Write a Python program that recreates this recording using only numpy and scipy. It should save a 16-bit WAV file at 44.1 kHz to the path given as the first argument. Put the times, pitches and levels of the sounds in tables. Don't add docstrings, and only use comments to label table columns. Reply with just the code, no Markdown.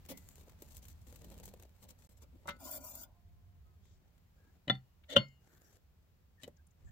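import sys
import numpy as np
from scipy import signal
from scipy.fft import rfft, irfft, next_fast_len
from scipy.io import wavfile
from scipy.ndimage import uniform_filter1d

SR = 44100
rng = np.random.default_rng(int(sys.argv[2]) if len(sys.argv) > 2 else 0)


def natural_amplitude(level_db):
    exponent = np.asarray(level_db, float) / 20
    return 10 ** exponent


def dump(signal):
    limited = np.clip(np.atleast_2d(signal).T, -1, 1)
    pcm = np.round(limited * 32767).astype(np.int16)
    wavfile.write(sys.argv[1], SR, pcm)


N = 304731
SIZE = next_fast_len(N + SR)
HZ = np.fft.rfftfreq(SIZE, 1 / SR)
TIME = np.arange(N) / SR

# pitch_hz, likeness (0-1)
NEAR_SAME = [(150, 0.2), (600, 0.9), (1200, 0.4), (3000, 0), (16000, 0.6)]
# pitch_hz, level_db (per Hz)
TIP_TONE = [(120, -9), (200, 1.5), (360, -11.5), (529, -5), (722, -14), (916, -13), (1060, -17.5),
            (4200, -16), (5040, -20.5), (7680, -13.5), (10100, -22.5), (12600, -16), (16000, -19.5)]
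# pitch_hz, level_db (per Hz)
FRAME_TONE = [(100, -42), (170, -0.5), (284, 10.5), (430, -27), (631, 2.5), (764, -3.5), (1490, -16),
              (1830, -35), (4200, -21), (5000, -17), (7200, -6.5), (14800, -1.5), (16000, -18)]
# pitch_hz, level_db, t60_s
NUT_MODES = [(117, -11.5, 0.11), (137, -16, 0.36), (189, -18, 0.13), (227, -15.5, 0.1207),
             (563, 0.5, 0.042), (1039, -17.5, 0.092), (1400, -3, 0.057), (1868, -4, 0.052),
             (2125, -10.5, 0.22), (2855, -4.5, 0.039), (3090, 0.5, 0.037), (3430, -14.5, 0.068),
             (3502, -2.5, 0.025), (6370, -29, 0.051)]


def evened(x):
    return x / np.sqrt(np.mean(x ** 2) + 1e-20)


def read(points, hz):
    f, value = np.transpose(points)
    return np.interp(np.log(hz + 1), np.log(f + 1), value)


def level_curve(rows):
    s, db = np.transpose(rows)
    return natural_amplitude(np.interp(TIME, s, db))


def add(mix, s, sound):
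    part = mix[..., round(s * SR):][..., :sound.shape[-1]]
    part += sound[..., :part.shape[-1]]


def band(hz, lo_hz, hi_hz):
    return 1 / np.sqrt((1 + (lo_hz / (hz + 1)) ** 12) * (1 + (hz / hi_hz) ** 12))


def balance(points):
    return natural_amplitude(read(points, HZ) / 2 * np.array([[1], [-1]]))


def paired(z, hz, likeness):
    late_s = 0.00008
    same = np.clip(read(likeness, hz), 0, 1)
    shared = same * z[0] * np.exp(-2j * np.pi * hz * late_s)
    return np.array([z[0], shared + np.sqrt(1 - same ** 2) * z[1]])


def diffuse(tone):
    # pitch_hz, likeness (0-1)
    room_same = [(60, .93), (250, 0.59), (600, 0.15), (1200, 0.078), (16000, .05)]
    # pitch_hz, level_db
    room_lean = [(60, -0.67), (180, -0.34), (550, -1.5), (1650, 0.8), (4970, 2.5), (15000, 0)]
    z = paired(rfft(rng.standard_normal((2, SIZE))), HZ, room_same)
    return evened(irfft(z * balance(room_lean) * natural_amplitude(read(tone, HZ)), SIZE)[:, :N])


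def room_tone():
    # pitch_hz, level_db (per Hz)
    air = [(100, -25.5), (150, -5), (300, -19.5), (600, -22), (1400, -27.5), (2500, -30.5), (6000, -35.5),
           (7700, -36.5), (9000, -43.5), (11000, -38), (13000, -35.5), (16000, -31)]
    # time_s, level_db
    air_level = [(0, -66), (2.08, -71), (2.1, -72), (4.1, -74), (4.15, -72.5), (6.91, -74.5)]
    # pitch_hz, level_db (per Hz)
    rumble = [(12, -49), (20, -8), (76, 7.5), (93, 3.5), (119, -5.5), (173, -12.5), (219, -24),
              (260, -19.5), (340, -50.5), (570, -120)]
    # time_s, level_db
    rumble_level = [(0, -61), (0.55, -58.5), (1.3, -54.5), (1.75, -63.5), (2.3, -61.5), (3.2, -62),
                    (3.95, -64), (4.15, -66.5), (5.9, -68.5), (6.75, -66), (6.91, -53)]
    return level_curve(air_level) * diffuse(air) + level_curve(rumble_level) * diffuse(rumble)


def snaps(rows, tone, low_hz):
    even_db, db_octave_per_db, dullest_db, faint_db = -44, 0.4, -2, -59.7
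    out, t = np.zeros((2, N)), np.arange(4096) / SR
    hz = np.fft.rfftfreq(len(t), 1 / SR)
    spectra = rfft(rng.standard_normal((len(rows), 3, len(t))))
    for (s, db, thump_db, t60_ms), z in zip(rows, spectra):
        t60 = max(t60_ms, 3) / 1000
        fall = 0.68 * natural_amplitude(-60 * t / t60) + 0.14 * natural_amplitude(-60 * t / (4 * t60))
        bright_db = max(db_octave_per_db * (db - even_db), dullest_db if db > faint_db else 0)
        tilt_db = read(tone, hz) + bright_db * np.log2(hz / 6000 + 0.072)
        crack = evened(irfft(paired(z, hz, NEAR_SAME) * natural_amplitude(tilt_db) * band(hz, low_hz, SR)))
        thump = evened(irfft(z[2] / (1 + ((hz - 420) / 200) ** 2)))
        rise = np.minimum(t / (0.22 * t60), 1) ** 2
        sound = crack * fall + natural_amplitude(thump_db - 60 * t / 0.041) * thump
        add(out, s - 0.12 * t60, natural_amplitude(db) * sound * rise)
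    return out


def pressure(rows, t, bite_s):
    lift_s, settle_s = 0.0064, 0.032
    body_share = 0.5
    start, length, grit_db, bench_db = np.transpose(rows)[..., None]
    rise = np.clip((t - start) / bite_s, 0, 1) ** 3
    past = np.maximum(t - start - length, 0)
    grit = (natural_amplitude(grit_db) * rise * np.exp(-past / lift_s)).sum(0)
    bench = (natural_amplitude(bench_db) * rise * np.exp(-past / settle_s)).sum(0)
    return grit, grit ** (1 - body_share) * bench ** body_share, bench


def wandering(sound, splits_hz, patchy_db, hollow_db):
    bins, _, z = signal.stft(sound, SR, nperseg=512, noverlap=384)
    patches = uniform_filter1d(rng.standard_normal((770, 257)), size=24, axis=0)
    patches = uniform_filter1d(patches, size=2, axis=1)
    patches = evened(patches).T[:, :z.shape[2]]
    hollows = hollow_db * band(bins, *splits_hz)[:, None] * np.clip(-patches, 0, 1)
    gain = natural_amplitude(patchy_db * patches + hollows)
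    return signal.istft(z * gain, nperseg=512, noverlap=384)[1][:, :sound.shape[1]]


def stroke(rows, tone, splits_hz, bite_s, body_db, rough_db, patchy_db, hollow_db=0, rings=()):
    first_s, last_s = rows[0][0], sum(rows[-1][:2])
    blocks = int((last_s - first_s) * SR / 2048 + 3)
    t = first_s + np.arange(2048 * blocks) / SR
    hz = np.fft.rfftfreq(len(t), 1 / SR)
    noise = rng.standard_normal((98304, 4)).T[:, :len(t)]
    bite = evened(uniform_filter1d(noise[2], size=50)) + evened(uniform_filter1d(noise[3], size=400))
    slips = paired(rfft(noise[:2] * natural_amplitude(rough_db * bite)), hz, NEAR_SAME)
    colour = natural_amplitude(read(tone, hz))
    for f, width, db in rings:
        colour = colour + natural_amplitude(read(tone, f) + db + 25) / (1 + (2 * (hz - f) / width) ** 2)
    grit, body, bench = pressure(rows, t, bite_s)
    low, high = splits_hz
    layers = [(grit, high, SR / 2), (body * natural_amplitude(body_db), low, high), (bench, 160, low)]
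    sound = sum(gain * evened(irfft(slips * colour * band(hz, lo, hi))) for gain, lo, hi in layers)
    out = np.zeros((2, N))
    add(out, first_s, wandering(sound, splits_hz, patchy_db, hollow_db))
    return out


def contact_force(rows):
    force = np.zeros(N)
    for s, db, contact_ms in rows:
        u = np.arange(0, 1, 1000 / (max(contact_ms, 0.05) * SR))
        push = np.sin(np.pi * u) ** 2 + 1e-9
        add(force, s, natural_amplitude(db) * push / push.sum())
    return force


def bandpass(x, order, edges_hz):
    return signal.sosfilt(signal.butter(order, edges_hz, "bandpass", fs=SR, output="sos"), x)


def knocks(rows, modes, clack_db, thud_db, scatter, rattle_db=-60):
    t = np.arange(SR // 2) / SR
    hz, db, t60 = np.transpose(modes)[..., None]
    phase, apart, split = rng.uniform(-np.pi, np.pi, (len(modes), 3, 1)).transpose(1, 0, 2)
    apart = apart * scatter * np.clip(hz / 1400, 0, 1)
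    swell = 1 - np.exp(-t * np.sqrt(hz) * 25)
    beat = 1 + 0.5 * np.cos(hz * 0.004 * split * t + phase)
    envelope = natural_amplitude(db - 60 * t / t60) * swell * beat
    ring = np.array([(envelope * np.sin(2 * np.pi * hz * t + phase + side * apart)).sum(0)
                     for side in (0, 1)])
    noise = rng.standard_normal((5, len(t) + 1))
    clack = np.diff(noise[:2]) * natural_amplitude(clack_db - 60 * t / 0.058)
    crowd = evened(bandpass(noise[3:, 1:], 3, (650, 4700)))
    rattle = crowd * natural_amplitude(rattle_db) * (natural_amplitude(-60 * t / 0.036) + 0.043 * natural_amplitude(-60 * t / 0.22))
    thud = evened(bandpass(noise[2, 1:], 2, (80, 210))) * natural_amplitude(thud_db - 60 * t / 0.19)
    response = ring / 2 + clack + rattle + thud
    return signal.oaconvolve(contact_force(rows)[None], response, axes=1)[:, :N]


def rust_flakes():
    # start_s, peak_db, thump_db (bench, re peak), t60_ms
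    flakes = [(0.0508, -48, -33, 19), (0.0617, -41, -18, 5.8), (0.0956, -40, -17, 20.5),
              (0.173, -36.5, -39, 26), (0.227, -62, -30, 11), (0.288, -33, -36, 5.7),
              (0.309, -53, -26, 7.8), (.327, -60, -25, 8.4), (0.3565, -38, -32, 5.1), (.41, -48, -9, 10),
              (.434, -56, -8, 6), (.532, -54, -32, 4), (.381, -52.5, -5.5, 11), (0.476, -62.5, 13.5, 20),
              (0.495, -47, -24, 16), (.52, -54, -9, 8.8), (.589, -54, -15, 8.6), (0.621, -33.5, -10.5, 15),
              (.664, -54, -30, 10), (.683, -54, -25, 10), (0.768, -32, -40, 8.3), (.8525, -43, -34, 11),
              (0.883, -39, -42, 16), (.991, -63, -25, 7.3), (1.068, -52, -5, 9.5), (1.1253, -44, -10, 12.5),
              (1.159, -39, -36, 14.4), (1.2194, -42.5, -14, 5.1), (1.2441, -41, -15, 16.5),
              (1.3014, -42, -24, 7.3), (1.314, -43, -14, 5.9), (1.342, -44, -25, 7.6),
              (1.3788, -38, -38, 4.4), (1.386, -42, -33, 7.3), (1.399, -43, -11, 12),
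              (1.4337, -43, -29, 5.7), (1.4553, -32, -41, 12.7), (1.478, -41, -10, 13),
              (1.538, -42.5, -2.5, 9.5), (1.5973, -47, -4, 16), (1.6245, -40, -17.5, 7.9),
              (1.634, -45, -14, 6.8), (1.693, -55, -30, 7.7), (2.0213, -51.5, -18, 17),
              (2.048, -59, -16, 7.3)]
    return snaps(flakes, TIP_TONE, 900)


def tip_landing():
    # start_s, length_s, grit_db, bench_db
    skid = [
        (.082, .04, -49, -52),
    ]
    # pitch_hz, level_db (per Hz)
    skid_tone = [(88, -34), (150, 3), (555, -18), (1600, -25), (2980, -18), (5050, -22.5), (5910, -19.5),
                 (8070, -22.5), (16000, -14.5)]
    return stroke(skid, skid_tone, (850, 4700), bite_s=0.0074, body_db=-8, rough_db=0, patchy_db=-0.5)


def bench_knocks():
    # start_s, peak_db, contact_ms
    jolts = [
        (.092, -43, 0.69),
        (.1, -33.5, 0.73),
        (.112, -30.5, 0.69),
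        (.121, -32, 0.98),
    ]
    # pitch_hz, level_db, t60_s
    bench_modes = [(267.5, -9.5, 0.29), (541, -1, 0.034), (780, -32, 0.064), (919, -26, 0.2),
                   (1420, -57, 5.0), (2000, -26, 0.47)]
    return knocks(jolts, bench_modes, clack_db=-30, thud_db=-39, scatter=0.44)


def squeaks():
    # start_s, length_s, pitch_hz, width_hz, level_db
    rubs = [(.11, .09, 2100, 200, -72), (5.034, .016, 2500, 3000, -70), (5.281, .012, 5500, 3500, -74),
            (6.564, .014, 6000, 3000, -76), (6.666, .012, 8800, 4500, -70), (6.705, .016, 6800, 2000, -78),
            (5.42, .36, 1650, 500, -80), (5.44, .34, 13500, 4000, -80), (6.84, .07, 7200, 1500, -78),
            (1.08, .58, 180, 70, -66), (2.7, .09, 12300, 500, -58), (3.0, .2, 750, 400, -79),
            (3.8, .2, 6000, 4000, -82), (.22, .18, 7400, 1200, -76), (1.1, .55, 400, 300, -72),
            (2.21, .05, 1100, 500, -74), (3.62, .16, 1260, 40, -84), (3.8, .18, 3600, 900, -84),
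            (3.85, .08, 7300, 120, -88), (4.34, .22, 1640, 130, -82), (6.37, .06, 1800, 200, -72),
            (6.86, .05, 1740, 200, -72), (5.62, .125, 5760, 60, -80), (6.57, .05, 1600, 200, -80),
            (6.835, .07, 60, 30, -53), (2.33, .04, 260, 160, -62), (3.05, 1.07, 88, 14, -63),
            (2.1, 2.02, 700, 25, -88), (2.1, 2.02, 1045, 25, -90)]
    out = np.zeros((2, N))
    spectra = rfft(rng.standard_normal((len(rubs), 2, 98304)))
    hz = np.fft.rfftfreq(98304, 1 / SR)
    for (s, length, f, width, db), z in zip(rubs, spectra):
        resonance = 1 / (1 + (2 * (hz - f) / width) ** 4)
        ring = evened(irfft(paired(z, hz, NEAR_SAME) * resonance))[:, :int(length * SR)]
        add(out, s, natural_amplitude(db) * ring * signal.windows.tukey(ring.shape[1], 0.6))
    return out


def tip_scrapes():
    # start_s, length_s, grit_db, bench_db
    scrapes = [(.14, 0.19, -72.5, -84), (.35, 0.083, -68.5, -72.5), (.45, 0.069, -74, -73),
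               (.59, 0.096, -70.5, -70.5), (.68, .11, -63.5, -72), (.81, 0.12, -66.5, -76),
               (.94, 0.14, -79.5, -91), (1.06, 0.16, -71, -67.5), (1.22, 0.19, -74, -63.5),
               (1.42, 0.074, -63.5, -73), (1.5, 0.16, -80, -70), (1.74, 0.08, -78, -81),
               (1.815, 0.026, -60.5, -64.5), (1.875, 0.037, -61.5, -71), (1.97, 0.16, -73, -77)]
    return stroke(scrapes, TIP_TONE, (850, 4700), bite_s=0.013, body_db=-7.5, rough_db=3, patchy_db=2)


def frame_nudges():
    # start_s, length_s, grit_db, bench_db
    nudges = [
        (2.07, 0.065, -81, -85),
        (2.155, 0.021, -62, -73),
        (2.195, 0.034, -63.5, -67),
        (2.3, 0.29, -87.5, -75.5),
        (2.462, 0.03, -52, -56.5),
    ]
    return stroke(nudges, TIP_TONE, (850, 4700), bite_s=0.029, body_db=-5.5, rough_db=3, patchy_db=3.5)


def grate_knocks():
    # start_s, peak_db, contact_ms
    hits = [
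        (2.456, -30.5, 1.27),
        (2.474, -51, 0.11),
        (2.480, -26.5, 0.67),
        (2.487, -34, 0.31),
        (2.492, -28.5, 0.38),
        (2.506, -40, 0.27),
    ]
    # pitch_hz, level_db, t60_s
    grate_modes = [(568, -10.5, 0.13), (963, -6, 0.061), (1314, -10, 0.2), (1475, -2.5, 0.24),
                   (2080, -5, 0.16), (2700, -22, 0.044), (2940, -24, 0.13), (3580, -23, 0.032),
                   (3779, -10, 0.12), (4430, -15, 0.12), (6970, -12, 0.24)]
    return knocks(hits, grate_modes, clack_db=8, thud_db=-27, scatter=0.72, rattle_db=-5.5)


def frame_drag():
    # start_s, length_s, grit_db, bench_db
    drags = [
        (2.575, 0.086, -63, -59.5),
        (2.62, 0.076, -53, -59.5),
        (2.685, 0.09, -49, -58),
        (2.78, 0.04, -60.5, -64.5),
        (2.81, .11, -54, -63.5),
        (2.91, 0.13, -55.5, -64),
    ]
    # pitch_hz, width_hz, level_db
    wire_rings = [(617, 81, -17.5), (988, 102, -12.5), (1433, 53, -10), (2130, 110, -12), (2390, 53, -2.5),
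                  (2780, 50, -7), (3120, 40, -12), (3470, 59, -9), (4130, 44, -13), (4580, 50, -9),
                  (4950, 72, -9.5), (5190, 79, -14), (5500, 67, -15), (5970, 70, -6.5), (6750, 31, -20),
                  (6940, 61, -5), (7400, 450, -13), (9050, 160, -15), (9680, 100, -15.5), (12270, 200, -15),
                  (12600, 220, -20), (13200, 67, -26), (14000, 72, -17), (14500, 120, -14),
                  (14630, 88, -11), (15000, 230, -3.5)]
    return stroke(drags, FRAME_TONE, (1600, 4500), bite_s=0.032, body_db=-8, rough_db=0.5, patchy_db=4,
                  hollow_db=-23, rings=wire_rings)


def frame_catches():
    # start_s, peak_db, thump_db (bench, re peak), t60_ms
    catches = [
        (2.6023, -48, -30, 18),
        (2.6412, -44, -30, 14),
        (2.6596, -42, -30, 14),
        (2.7125, -28.5, -32, 16),
        (2.76, -38, -30, 14),
        (2.8483, -34.5, -37, 14),
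        (2.897, -40, -29, 9),
        (2.9523, -30, -36, 16),
        (3.0143, -39.5, -21, 20),
    ]
    return snaps(catches, FRAME_TONE, 4400)


def handling():
    # start_s, length_s, grit_db, bench_db
    shifts = [
        (3.621, 0.56, -100, -81.5),
        (4.33, 0.24, -96, -76.5),
        (5.38, 0.2, -82.5, -77),
        (5.58, .19, -78.5, -80),
        (6.751, 0.2, -90, -74.5),
    ]
    # pitch_hz, level_db (per Hz)
    hand_tone = [(170, 4), (680, -7), (1000, -18.5), (1400, -11.5), (2800, -21), (5000, -19), (7300, -9.5),
                 (9000, -20), (11500, -16.5), (14000, -19), (16000, -38.5)]
    return sum(stroke([row], hand_tone, (850, 4700), bite_s=0.04, body_db=-1.3, rough_db=3, patchy_db=-3)
               for row in shifts)


def spanner_ticks():
    # start_s, peak_db, thump_db (bench, re peak), t60_ms
    ticks = [(5.1, -46.5, -29.5, 14), (5.125, -46.5, -30, 20), (5.162, -32, -39.5, 16),
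             (5.174, -40.5, -39.5, 10), (3.854, -58.5, -27, 19), (3.975, -66, -26, 16),
             (4.179, -58.5, -25, 15), (5.6186, -63, -4, 8), (5.6, -61, -8, 8.5), (6.025, -67, -21, 17),
             (6.4335, -42, -26, 11.3), (6.4776, -44.5, 3, 12.8)]
    return snaps(ticks, TIP_TONE, 900)


def jaw_knocks():
    # start_s, peak_db, contact_ms
    touches = [
        (4.673, -36, 1),
        (4.678, -45, 0.06),
        (4.68, -26.5, 0.3),
        (4.687, -37.5, 0.29),
        (6.434, -42, 0.068),
        (6.442, -43, 0.1),
        (6.479, -40, 0.74),
    ]
    # pitch_hz, level_db, t60_s
    jaw_modes = [(252, 4.5, 0.037), (580, 2.5, 0.044), (1955, -5.5, 0.02), (3032, -0.5, 0.038),
                 (3915, 14.5, 0.0093), (7400, -10.5, 0.035)]
    return knocks(touches, jaw_modes, clack_db=-18.5, thud_db=-16.5, scatter=0.26, rattle_db=-13)


def rim_knocks():
    # start_s, peak_db, contact_ms
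    hits = [
        (4.698, -16, 0.2),
        (4.701, -19.5, 0.39),
        (4.705, -17.5, 0.44),
        (4.751, -47.5, 0.26),
    ]
    # pitch_hz, level_db, t60_s
    rim_modes = [(130, -11.5, 0.22), (193.2, -4.5, 0.11), (229, -16, 0.14), (400, -8, 0.026),
                 (584, 6, 0.012), (770, -21, 0.17), (1067, -12.5, 0.053), (1365, -1, 0.06),
                 (1828, -2, 0.021), (2039, -5.5, 0.095), (2456, -5, 0.016), (2917, 4, 0.018),
                 (3094, -26.5, 0.14), (3530, 2, 0.054), (4100, -5, 0.031)]
    return knocks(hits, rim_modes, clack_db=-19.5, thud_db=-32, scatter=0.55, rattle_db=-20)


def spanner_knocks():
    # start_s, peak_db, contact_ms
    hits = [
        (4.705, -49, 0.08),
        (5.172, -34.5, 0.061),
    ]
    # pitch_hz, level_db, t60_s
    spanner_modes = [(2057, -27.5, 0.28), (2152, -22, .2), (2850, -14.5, 0.43), (3040, -13.5, 0.3),
                     (4245, -7.5, 0.066), (4385, 4.5, 0.2), (5100, -25.5, 0.3), (7030, -29, 0.48)]
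    return knocks(hits, spanner_modes, clack_db=-28.5, thud_db=-51.5, scatter=0.3)


def returning_ring():
    # start_s, peak_db, contact_ms
    ring_returns = [
        (4.742, -38, .15),
        (4.751, -35, 0.11),
    ]
    # pitch_hz, level_db, t60_s
    returning_modes = [(3590, -6, 0.056), (4420, -15.5, .08)]
    return knocks(ring_returns, returning_modes, clack_db=-30, thud_db=-47, scatter=0.4, rattle_db=-29.5)


def spanner_slide():
    # start_s, length_s, grit_db, bench_db
    slides = [
        (5.073, .065, -55, -52.5),
        (5.125, 0.024, -68.5, -41.5),
    ]
    # pitch_hz, level_db (per Hz)
    slide_tone = [(100, -49.5), (170, -15), (258, 2), (364, -29), (522, -6), (856, -30), (2130, -6.5),
                  (2680, -23), (3920, -4), (4920, -22.5), (8200, -24), (9500, -39.5), (13000, -34),
                  (16000, -42)]
    rings = [(f, 140, db - 8.5) for f, db, _ in NUT_MODES]
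    return stroke(slides, slide_tone, (850, 5000), bite_s=0.033, body_db=3.5, rough_db=1.5, patchy_db=3,
                  rings=rings)


def nut_knocks():
    # start_s, peak_db, contact_ms
    hits = [
        (5.149, -29, 1.9),
        (5.160, -27, 0.17),
        (5.1635, -11, 0.17),
        (5.1655, -13, 0.19),
        (5.168, -12.5, 0.14),
        (5.1685, -9.5, 0.97),
        (5.176, -29, 0.24),
    ]
    return knocks(hits, NUT_MODES, clack_db=-25.5, thud_db=-31, scatter=0.85, rattle_db=-19)


def spanner_slip():
    # start_s, length_s, grit_db, bench_db
    slip = [
        (6.385, 0.057, -63.5, -66.5),
    ]
    # pitch_hz, level_db (per Hz)
    slip_tone = [(88, -49.5), (150, -15), (315, -1), (624, -9), (1210, -19), (4000, -11.5), (4950, -15),
                 (7920, -8), (16000, -28)]
    return stroke(slip, slip_tone, (850, 4700), bite_s=0.04, body_db=2, rough_db=4, patchy_db=1)


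def microphones(x, wet_db=-16):
    # pitch_hz, level_db
    near_lean = [(150, -1.5), (600, 0.3), (1200, -1), (2000, 7.5), (3500, 5), (4500, 0.5), (6500, 10),
                 (9500, 4), (14000, 3.5)]
    # pitch_hz, t60_s
    shop_decay = [(100, 0.2), (500, 0.13), (2000, 0.17), (8000, 0.05), (16000, 0.12)]
    near = irfft(rfft(x, SIZE) * balance(near_lean), SIZE)[..., :N]
    taps = np.zeros((2, SR // 2))
    at = np.arange(200, SR // 2 - 20, 20) + rng.integers(0, 20, (2, (SR // 2 - 201) // 20))
    np.put_along_axis(taps, at, rng.choice([-1., 1.], at.shape), 1)
    hz, t, z = signal.stft(taps, SR, nperseg=256)
    fade = natural_amplitude(-60 * t / read(shop_decay, hz)[:, None])
    tail = signal.istft(z * fade, SR, nperseg=256)[1]
    tail = tail / np.linalg.norm(tail[0])
    return near + natural_amplitude(wet_db) * signal.oaconvolve(x, tail, axes=1)[:, :N]


def scene():
    work = rust_flakes() + spanner_ticks() + frame_catches() + squeaks()
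    work += frame_nudges() + tip_scrapes() + frame_drag() + spanner_slide()
    work += handling() + tip_landing() + spanner_slip()
    work += bench_knocks() + returning_ring() + grate_knocks() + rim_knocks()
    work += nut_knocks() + jaw_knocks() + spanner_knocks()
    return microphones(work) + room_tone()


def band_limit(x):
    return signal.sosfilt(signal.butter(12, 16520, fs=SR, output="sos"), x)


def record(dry):
    # start_s, end_s, level_db
    dropout = (2.072, 2.092, -63)
    start, end, db = dropout
    kept = np.where((TIME > start) & (TIME < end), natural_amplitude(db), 1.)
    lowpass = signal.firwin(511, 15900, window=("kaiser", 5), fs=SR)
    limited = signal.oaconvolve(dry * kept, lowpass[None], "same")
    return band_limit(limited)


dry = scene()
out = record(dry)
dump(out)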